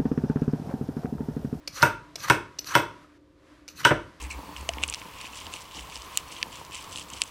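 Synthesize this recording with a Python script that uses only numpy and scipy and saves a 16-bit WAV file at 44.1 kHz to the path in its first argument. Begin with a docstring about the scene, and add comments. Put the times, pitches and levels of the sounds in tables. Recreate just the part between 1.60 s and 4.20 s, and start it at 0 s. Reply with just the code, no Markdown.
"""A hand peeler shaves a raw squash on a plastic tray, close to the microphone in a small kitchen.
Each stroke: the steel blade ticks as it bites, tearing fibres hiss, and the peeler knocks on the tray.
Clicks and noise drive the blade and flesh resonances; knocks are cracks with decaying modes.
Brief whistles join in; a rough 3 kHz tone swells into some knocks. Behind lie a short room tail, room
noise, a soft mid and treble rustle and a fridge hum; the recorder limits the knocks."""
import sys
import numpy as np
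from scipy import signal
from scipy.fft import rfft, irfft
from scipy.io import wavfile
from scipy.ndimage import uniform_filter1d, minimum_filter1d

SR = 44100
rng = np.random.default_rng(int(sys.argv[2]) if len(sys.argv) > 2 else 0)


def unload_audio(sound):
    """Save the sound as a 16-bit wav file, at the path given as the first command line argument."""
    columns = np.transpose(np.atleast_2d(sound))
    # keep every value between -1 and 1, then stretch to whole-number steps
    steps = np.round(np.clip(columns, -1, 1) * 32767)
    wavfile.write(sys.argv[1], SR, steps.astype(np.int16))


N = 114660

# peeling strokes, one list of points each: time_s, hiss_db, flesh_rumble_db, low_shake_db
STROKE_CURVES = [
    [(0.095, -55, -75, -49), (0.119, -61, -61, -60.5), (0.141, -48.5, -57, -50), (0.175, -38.5, -38.5, -67),
     (0.199, -44, -38, -61.5), (0.213, -51.5, -30, -51.5), (0.219, -49, -36, -39)],
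    [(0.575, -70, -51, -54), (0.581, -56, -48, -56), (0.609, -47.5, -53, -49.5), (0.639, -39, -37.5, -59),
     (0.651, -42, -33, -57.5), (0.673, -49.5, -39.5, -44.5), (0.685, -44.5, -27.5, -60.5),
     (0.692, -42.5, -38, -47)],
    [(1.01, -54, -52.5, -62), (1.036, -62.5, -71, -62.5), (1.046, -55, -59.5, -61),
     (1.054, -50.5, -64, -60.5), (1.07, -40, -48, -61.5), (1.086, -42.5, -39.5, -54.5),
     (1.132, -52, -35.5, -64.5), (1.144, -40.5, -29, -45.5)],
    [(2.095, -49.5, -59, -62.5), (2.109, -54.5, -65.5, -73), (2.143, -69.5, -68, -55),
     (2.171, -49, -58, -59), (2.201, -42, -44.5, -55), (2.215, -46, -35.5, -54), (2.227, -54, -54, -52),
     (2.236, -49, -39, -49)],
]
# tone of the tearing fibres: frequency_hz, density_db (per Hz)
HISS_SPECTRUM = [(1290, -43), (2200, -4.5), (3150, -14), (4330, 3.5), (5360, -10.5), (6010, 1.5),
                 (8060, -15), (13200, -11.5), (15500, -31.5)]
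# resonances of the squash flesh: frequency_hz, width_hz, level_db
FLESH_RESONANCES = [(542, 15, -6), (1239, 210, -1), (1550, 180, -4.5), (1918, 110, -15)]
# modes of the steel blade: frequency_hz, level_db, t60_s, swell_s
BLADE_MODES = [(2540, -6, .016, .0005), (2950, -8, .016, .0005), (4450, -5, .012, .0005),
               (5300, -4, .008, .0005), (6000, -2, .018, .0005), (8200, -14, .012, .001),
               (9500, -12, .012, .001), (12830, -23, .07, .001), (13750, -24, .08, .002),
               (14750, -28, .06, .002)]
# blade whistles as it glides: start_s, length_s, level_db, from_hz, to_hz
WHISTLE_GLIDES = [(0.124, .06, -53, 5930, 6040), (0.586, .025, -48, 5840, 6060),
                  (.628, 0.026, -42, 5950, 6050), (1.064, .07, -42.5, 5620, 6340),
                  (2.157, .02, -56, 6160, 6300)]
# blade ticks: start_s, level_db, brightest_hz, length_s, steel_ring_db, dull_tap_db, tap_hz
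BLADE_TICKS = [(0.0748, -24, 4430, 0.0043, -6, -38.5, 545), (0.222, -16, 5100, .001, -2, -77, 1280),
               (0.556, -25.5, 5300, 0.0041, -6, -36.5, 658), (0.603, -36.5, 4516, 0.0027, -3.5, -53.5, 598),
               (0.9865, -27.5, 5360, 0.0033, -4.5, -44, 593),
               (0.9903, -21.5, 5000, 0.0013, -0.5, -50.5, 640),
               (1.0443, -30, 4590, 0.00086, -11, -62, 1300), (1.07, -37, 4460, 0.0034, -7.5, -62.5, 600),
               (1.4453, -64, 1963, 0.001, -23.5, -47.5, 1284), (2.0789, -33.5, 4730, 0.0022, -4, -50, 1420),
               (2.0844, -35, 5960, 0.0036, 1.5, -66, 604), (2.244, -35, 4450, 0.0057, -2, -50, 1320)]
# tone of a tick: frequency_hz, density_db (per Hz)
TICK_SPECTRUM = [(180, -60.5), (300, -11.5), (1840, -21.5), (2560, -6.5), (3280, -14.5), (5210, -3.5),
                 (7500, -17), (14000, -37), (15500, -45)]
# knocks on the tray: start_s, ring_db, crack_db, low_thud_db, middle_thud_db, blade_ring_db,
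# counter_wobble_db, clack_db, crack_top_hz, upper_thud_db, rebound_db
TRAY_KNOCKS = [(0.2274, -10.5, -6.5, -21.5, -20.5, -10, -50, -44, 16000, -11.5, -7),
               (0.6997, -11, -7, -22.5, -18.5, -25, -52, -27, 13800, -17, -5.5),
               (1.1524, -11.5, -7, -21.5, -17.5, -7.5, -64, -10.5, 13800, -12.5, -7),
               (2.2507, -13, -6.5, -26.5, -19.5, -32, -41, -1, 15000, -12, -1.5),
               (2.3079, -25.5, -10, -25, -20, -52, -60, -38, 2060, -5.5, -5)]
# modes of the plastic tray before it is damped: frequency_hz, level_db, t60_s, swell_s
TRAY_MODES = [(547.8, -3.5, 0.19, 0.0032), (977, 8.5, 0.087, 0.0032), (1060, -6.5, 0.023, 0.023),
              (1122, -11, 0.022, 0.00094), (1487, 7.5, 0.014, 0.00095), (1425, 2.5, 0.06, 0.00015),
              (1537, -6, 0.038, 0.0014), (1790, -25, 0.028, 0.0054), (2178, -5.5, 0.033, 0.00033),
              (2619, -8.5, 0.18, 0.0026), (3390, -19, 0.11, 0.00031)]
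# modes of squash and counter: frequency_hz, level_db, t60_s, swell_s
THUD_MODES = [(103, -5, 0.18, 0.013), (130.4, 14.5, 0.07, 0.0037), (204, -9.5, 0.2, 0.0091),
              (273, 1.5, 0.11, 0.0074), (330.1, 9, .08, 0.0058), (397, 3, 0.071, 0.0011),
              (483.4, 6.5, 0.064, 0.0029), (588.3, -1.5, 0.055, 0.0035), (720, -10.5, 0.072, 0.0063)]
# tone of a knock's crack: frequency_hz, density_db (per Hz)
CRACK_SPECTRUM = [(530, -28), (900, -2), (1880, -3.5), (3180, -12), (4490, -19), (5910, -13), (7060, -25),
                  (8340, -15), (10700, -29.5), (14400, -23), (15500, -40)]
# quick rebounds after a knock: delay_s, level_db
REBOUND_CONTACTS = [(.0045, 3.5), (.0085, 3.5), (0.0118, -0.5)]
# a knock favours the three highest blade modes: boost_db
SIDEWAYS_BOOST_DB = [4.5, 4, 4]
# rough 3 kHz tones swelling into a knock: stop_s, level_db, pitch_hz, swell_s
SWELLING_TONES = [(0.6995, -22.5, 2950, 0.0037), (1.1528, -17.5, 2995, 0.0027),
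                  (2.2524, -13.5, 2954, 0.0033)]
# dying of the kitchen's reverberation: frequency_hz, t60_s, level_db
ROOM_DECAY = [(101, 0.59, -5.5), (298, 0.48, -3), (785, 0.17, 4), (997, 0.5, -8), (1507, 0.33, -2.5),
              (2530, 0.32, 0), (4020, 0.32, -2), (8090, 0.31, -4), (14000, 0.17, 3)]
# tone of the steady room noise: frequency_hz, density_db (per Hz)
AIR_SPECTRUM = [(15, -58.5), (25, -29), (48, -5), (219, -20), (301, -6.5), (450, -20), (543, -21),
                (769, -34), (1030, -25.5), (1120, -36.5), (4000, -41), (15000, -62)]
# fridge hum: pitch_hz, level_db (rms)
HUM_TONES = [(59.2, -80.5), (296.1, -62.5), (532.9, -72.5), (1184, -79.5)]
# loudness of the soft mid and treble rustle: time_s, level_db
RUSTLE_CURVES = [
    [(0, -62.5), (.07, -60), (.3, -62), (.46, -59), (.55, -60.5), (.8, -60), (.97, -58.5), (1.3, -57.5),
     (1.44, -58.5), (1.47, -63.5), (1.575, -64), (1.585, -74.5), (1.75, -72), (1.87, -62), (1.93, -59.5),
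     (2.0, -62.5), (2.07, -65.5), (2.4, -55), (2.5, -58), (2.6, -59)],
]
# tone of the rustle: frequency_hz, density_db (per Hz)
RUSTLE_SPECTRUM = [(350, -44), (600, -2), (856, -15.5), (952, -5), (1940, -9.5), (2590, -14), (4630, -18.5),
                   (12000, -32.5), (15000, -49.5)]

# strokes; chatter and patches are rms swings
FIBRES_PER_S, FIBRE_DB, SING_DB, CHATTER_DB, PATCHY_DB = 3500, -3, -5, 2, 2.5
SHAKE_HZ, SHAKE_WIDTH_HZ = 115, 90  # each of two passes
FOLLOW_S = 0.0042  # hold after a level curve's last point
WHISTLE_WIDTH_HZ = 180
TICK_WIDTH_HZ, TICK_PEAK_DB, TAP_T60_S = 690, 7, .04
# knocks; the snap is the first contact, judder the rms unevenness of the tray's ring
CRACK_S, RATTLE_DB, RATTLE_S, SNAP_DB = 0.00043, -10, 0.02, 9.5
CLACK_HZ, CLACK_WIDTH_HZ = 3000, 450
PRESS_S, PRESS_T60_S, JUDDER_DB = .0135, .04, 4
WOBBLE_HZ, WOBBLE_PEAK_S = 46, .1
TONE_FADE_S, TONE_ROUGH_DB = 0.0008, 5
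SPREAD_DB, DETUNE_HZ = 1.5, 7  # random spread of each mode's level, and of its pitch at 1 kHz
ROOM_DB, STROKE_ROOM_DB, SHIFT_PER_S = -10, -12, 22
AIR_DB, WAVER_DB = -59, 2.5  # rms level of the room noise, rms swing of the hum
LIMIT_DB, RELEASE_DB_PER_S = -3.6, 400
LOW_CUT_HZ, TOP_HZ, TOP_DB, EDGE_HZ = 38, 15300, -18, 16100


def amp(db):
    """Amplitude factor of a level in dB."""
    return 10 ** (np.asarray(db) / 20)


def evened(x):
    """The sound at an rms of 1."""
    return x / np.sqrt(np.mean(x ** 2) + 1e-20)


def read(points, hz):
    """Values between a table's points, along a log frequency axis."""
    f, value = np.transpose(points)
    return np.interp(np.log(hz + 1), np.log(f + 1), value)


def add(mix, start_s, sound):
    """Lays a sound into the mix in place."""
    part = mix[round(start_s * SR):][:len(sound)]
    part += sound[:len(part)]


def slow_noise(shape, size):
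    """Smoothed noise with an rms of 1, for uneven levels."""
    return evened(uniform_filter1d(rng.standard_normal(shape), size))


def colour(x, spectrum):
    """Minimum-phase filter of a spectrum; it falls 24 dB per octave below the first point."""
    hz = np.abs(np.fft.fftfreq(4096, 1 / SR))
    low_db = 24 * np.log2(np.clip(hz / spectrum[0][0], .05, 1))
    log_gain = np.log(amp(read(spectrum, hz) + low_db))
    min_phase = signal.hilbert(log_gain).imag
    taps = np.fft.ifft(np.exp(log_gain - 1j * min_phase)).real[:2048]
    return signal.oaconvolve(x, taps / np.linalg.norm(taps))[:len(x)]


def resonate(x, hz, width):
    """A resonance of gain 1 whose pitch may glide: shifted to 0 Hz, smoothed, shifted back."""
    turn = np.exp(2j * np.pi * np.cumsum(hz * np.ones(len(x))) / SR)
    r = np.exp(-np.pi * width / SR)
    return 2 * (turn * signal.lfilter([1 - r], [1, -r], x / turn)).real


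def ring(modes):
    """Modes that swell and die, with random spread in level and pitch."""
    t = np.arange(SR // 3) / SR
    hz, db, t60, swell = np.transpose(modes)[..., None]
    db = db + SPREAD_DB * rng.standard_normal(hz.shape)
    hz = hz + DETUNE_HZ * np.sqrt(hz / 1000) * rng.standard_normal(hz.shape)
    onset = (1 - np.exp(-t / np.abs(swell))) ** 2
    return (amp(db - 60 * t / t60) * onset * np.sin(2 * np.pi * hz * t)).sum(0)


def level(curves, col):
    """Gain along the curves, held a moment at the end, silent between them."""
    t, gain = np.arange(N) / SR, np.zeros(N)
    for curve in curves:
        times = [row[0] for row in curve] + [curve[-1][0] + FOLLOW_S]
        levels = [row[col] for row in curve] + [curve[-1][col]]
        gain += amp(np.interp(t, times, levels, -120, -120))
    return uniform_filter1d(gain, 200)


def patchy(x):
    """Bands of about 700 Hz swell and sink every 20 ms or so."""
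    z = signal.stft(x, nperseg=256)[2]
    patches = uniform_filter1d(rng.standard_normal(z.shape), size=4, axis=0)
    patches = evened(uniform_filter1d(patches, size=6, axis=1))
    return evened(signal.istft(z * amp(PATCHY_DB * patches), nperseg=256)[1][:N])


def strokes():
    """Fibres tear in dense clicks: hiss, singing blade, uneven flesh rumble; squash and tray shake."""
    fibres = amp(FIBRE_DB * np.minimum(rng.exponential(1, N), 4))
    fibres *= rng.random(N) < FIBRES_PER_S / SR
    fibres *= rng.choice([-1., 1.], N)
    sing = evened(signal.oaconvolve(fibres, ring(BLADE_MODES))[:N])
    hiss = patchy(evened(colour(fibres, HISS_SPECTRUM)) + amp(SING_DB) * sing)
    chatter = amp(CHATTER_DB * slow_noise(N, 250))
    push = rng.standard_normal(N) * chatter
    flesh = evened(sum(amp(db) * resonate(push, hz, width) for hz, width, db in FLESH_RESONANCES))
    shake = resonate(push, SHAKE_HZ, SHAKE_WIDTH_HZ)
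    shake = evened(resonate(shake, SHAKE_HZ, SHAKE_WIDTH_HZ))
    parts = [hiss, flesh, shake]
    return sum(level(STROKE_CURVES, col) * part for col, part in enumerate(parts, 1))


def whistles():
    """The gliding blade whistles: narrow noise that swells, drifts up in pitch and fades."""
    out = np.zeros(N)
    for start_s, length_s, db, from_hz, to_hz in WHISTLE_GLIDES:
        u = np.linspace(0, 1, round(length_s * SR))
        noise = rng.standard_normal(SR // 5)[:len(u)]
        tone = evened(resonate(noise, from_hz + (to_hz - from_hz) * u, WHISTLE_WIDTH_HZ))
        swell = np.sqrt(np.sin(np.pi * u) + 1e-9)
        add(out, start_s, amp(db) * swell * tone)
    return out


def ticks():
    """The loose blade snaps over and bites: a puff of noise, the steel ringing, a dull tap."""
    out, t = np.zeros(N), np.arange(SR // 5) / SR
    for start_s, db, bright_hz, length_s, steel_db, tap_db, tap_hz in BLADE_TICKS:
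        # the puff is strongest at half its length
        puff = rng.standard_normal(len(t)) * t / length_s * np.exp(1 - t / length_s * 2)
        steel = ring(BLADE_MODES[:-2])
        steel = signal.oaconvolve(puff, steel / np.linalg.norm(steel))[:len(t)]
        bright = colour(puff, TICK_SPECTRUM) + amp(steel_db) * steel
        bright += amp(TICK_PEAK_DB) * resonate(puff, bright_hz, TICK_WIDTH_HZ)
        tap = amp(tap_db - 60 * t / TAP_T60_S) * np.sin(2 * np.pi * tap_hz * t)
        add(out, start_s, amp(db) * bright + tap)
    return out


def knocks():
    """Crack and rattle; the tray rings through rebounds until damped; squash, blade, counter follow."""
    out, t = np.zeros(N), np.arange(SR // 3) / SR
    contacts = np.zeros(SR // 20)
    for delay_s, db in REBOUND_CONTACTS:
        add(contacts, delay_s, amp([db]))
    sideways = [(hz, db + boost_db, t60, swell)
                for (hz, db, t60, swell), boost_db in zip(BLADE_MODES[-3:], SIDEWAYS_BOOST_DB)]
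    damp = amp(-60 * np.maximum(t - PRESS_S, 0) / PRESS_T60_S)
    for (start_s, ring_db, crack_db, low_db, middle_db, blade_db, wobble_db, clack_db,
         top_hz, upper_db, rebound_db) in TRAY_KNOCKS:
        envelope = np.exp(-t / CRACK_S) + amp(RATTLE_DB) * np.exp(-t / RATTLE_S)
        burst = rng.standard_normal(len(t)) * envelope
        add(burst, 0, amp([SNAP_DB]))
        low_pass = signal.butter(4, min(top_hz, .45 * SR), fs=SR, output="sos")
        crack = signal.sosfilt(low_pass, colour(burst, CRACK_SPECTRUM))
        clack = resonate(burst, CLACK_HZ, CLACK_WIDTH_HZ)

        tray = ring(TRAY_MODES)
        tray = damp * (tray + amp(rebound_db) * signal.oaconvolve(tray, contacts)[:len(t)])
        tray *= amp(JUDDER_DB * slow_noise(len(t), 150) * np.minimum(t / PRESS_S, 1))

        swell = (t / WOBBLE_PEAK_S * np.exp(1 - t / WOBBLE_PEAK_S)) ** 4
        wobble = swell * np.sin(2 * np.pi * WOBBLE_HZ * t)
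        knock = amp(crack_db) * crack + amp(clack_db) * clack
        knock += amp(ring_db) * tray + amp(wobble_db) * wobble
        knock += amp(low_db) * ring(THUD_MODES[:3]) + amp(middle_db) * ring(THUD_MODES[3:7])
        knock += amp(upper_db) * ring(THUD_MODES[7:]) + amp(blade_db) * ring(sideways)
        add(out, start_s, knock)
    return out


def swelling_tones():
    """A rough 3 kHz tone swells exponentially into the knock and fades at once."""
    out, t = np.zeros(N), np.arange(-SR // 20, SR // 20) / SR
    for stop_s, db, hz, swell_s in SWELLING_TONES:
        rough = amp(db + TONE_ROUGH_DB * slow_noise(len(t), 80))
        swell = np.exp(np.where(t < 0, t / swell_s, -t / TONE_FADE_S))
        add(out, stop_s + t[0], rough * swell * np.sin(2 * np.pi * hz * t))
    return out


def room(x):
    """Three tails of sparse taps, bands dying at their own speeds, trade places steadily: a blurred room."""
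    out, at = np.zeros(N), np.arange(200, SR - 20, 20)
    for k in range(3):
        taps = np.zeros(SR)
        taps[at + rng.integers(0, 20, len(at))] = rng.choice([-1., 1.], len(at))
        hz, t, z = signal.stft(taps, SR, nperseg=256)
        t60, db = (read([(row[0], row[col]) for row in ROOM_DECAY], hz)[:, None] for col in (1, 2))
        tail = signal.istft(z * amp(db - 60 * t / t60), SR, nperseg=256)[1]
        # the squares of the three shares always sum to 1
        turns = SHIFT_PER_S * np.arange(N) / SR + k / 3
        share = np.sqrt(2 / 3) * np.cos(2 * np.pi * turns)
        out += share * signal.fftconvolve(x, tail / np.linalg.norm(tail))[:N]
    return out


def kitchen():
    """Steady shaped room noise, slightly wavering sines for the fridge, and the noise rustle."""
    hz, t = np.fft.rfftfreq(N, 1 / SR), np.arange(N) / SR
    air = irfft(rfft(rng.standard_normal(N)) * amp(read(AIR_SPECTRUM, hz)), N)
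    hum = np.zeros(N)
    for pitch_hz, db in HUM_TONES:
        waver = amp(db + WAVER_DB * slow_noise(N, 3000))
        hum += np.sqrt(2) * waver * np.sin(2 * np.pi * pitch_hz * t)
    rustle = evened(colour(rng.standard_normal(N), RUSTLE_SPECTRUM))
    return amp(AIR_DB) * evened(air) + hum + level(RUSTLE_CURVES, col=1) * rustle


def scene():
    """Peeling and knocks heard close, their room tails, and the kitchen behind."""
    cuts = strokes() + whistles() + ticks()
    hits = knocks() + swelling_tones()
    tails = room(amp(ROOM_DB) * hits + amp(STROKE_ROOM_DB) * cuts)
    return (cuts + hits + tails + kitchen())[None]


def record(dry):
    """A look-ahead limiter holds the knocks; deep bass is cut, the top treble is weak, then cut."""
    over_db = np.maximum(20 * np.log10(np.abs(dry[0]) + 1e-9) - LIMIT_DB, 0)
    # after a peak the gain recovers at a steady rate in dB
    fall_db = np.arange(N) * RELEASE_DB_PER_S / SR
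    cut_db = np.maximum.accumulate(over_db + fall_db) - fall_db
    gain_db = uniform_filter1d(minimum_filter1d(-cut_db, size=41), size=41)
    held = dry * amp(gain_db)
    held = signal.sosfilt(signal.butter(3, LOW_CUT_HZ, "high", fs=SR, output="sos"), held)
    top, edge = (signal.firwin(255, hz, window=("kaiser", 9), fs=SR) for hz in (TOP_HZ, EDGE_HZ))
    return signal.oaconvolve(held, (top + amp(TOP_DB) * (edge - top))[None], "same")


dry = scene()
out = record(dry)
unload_audio(out)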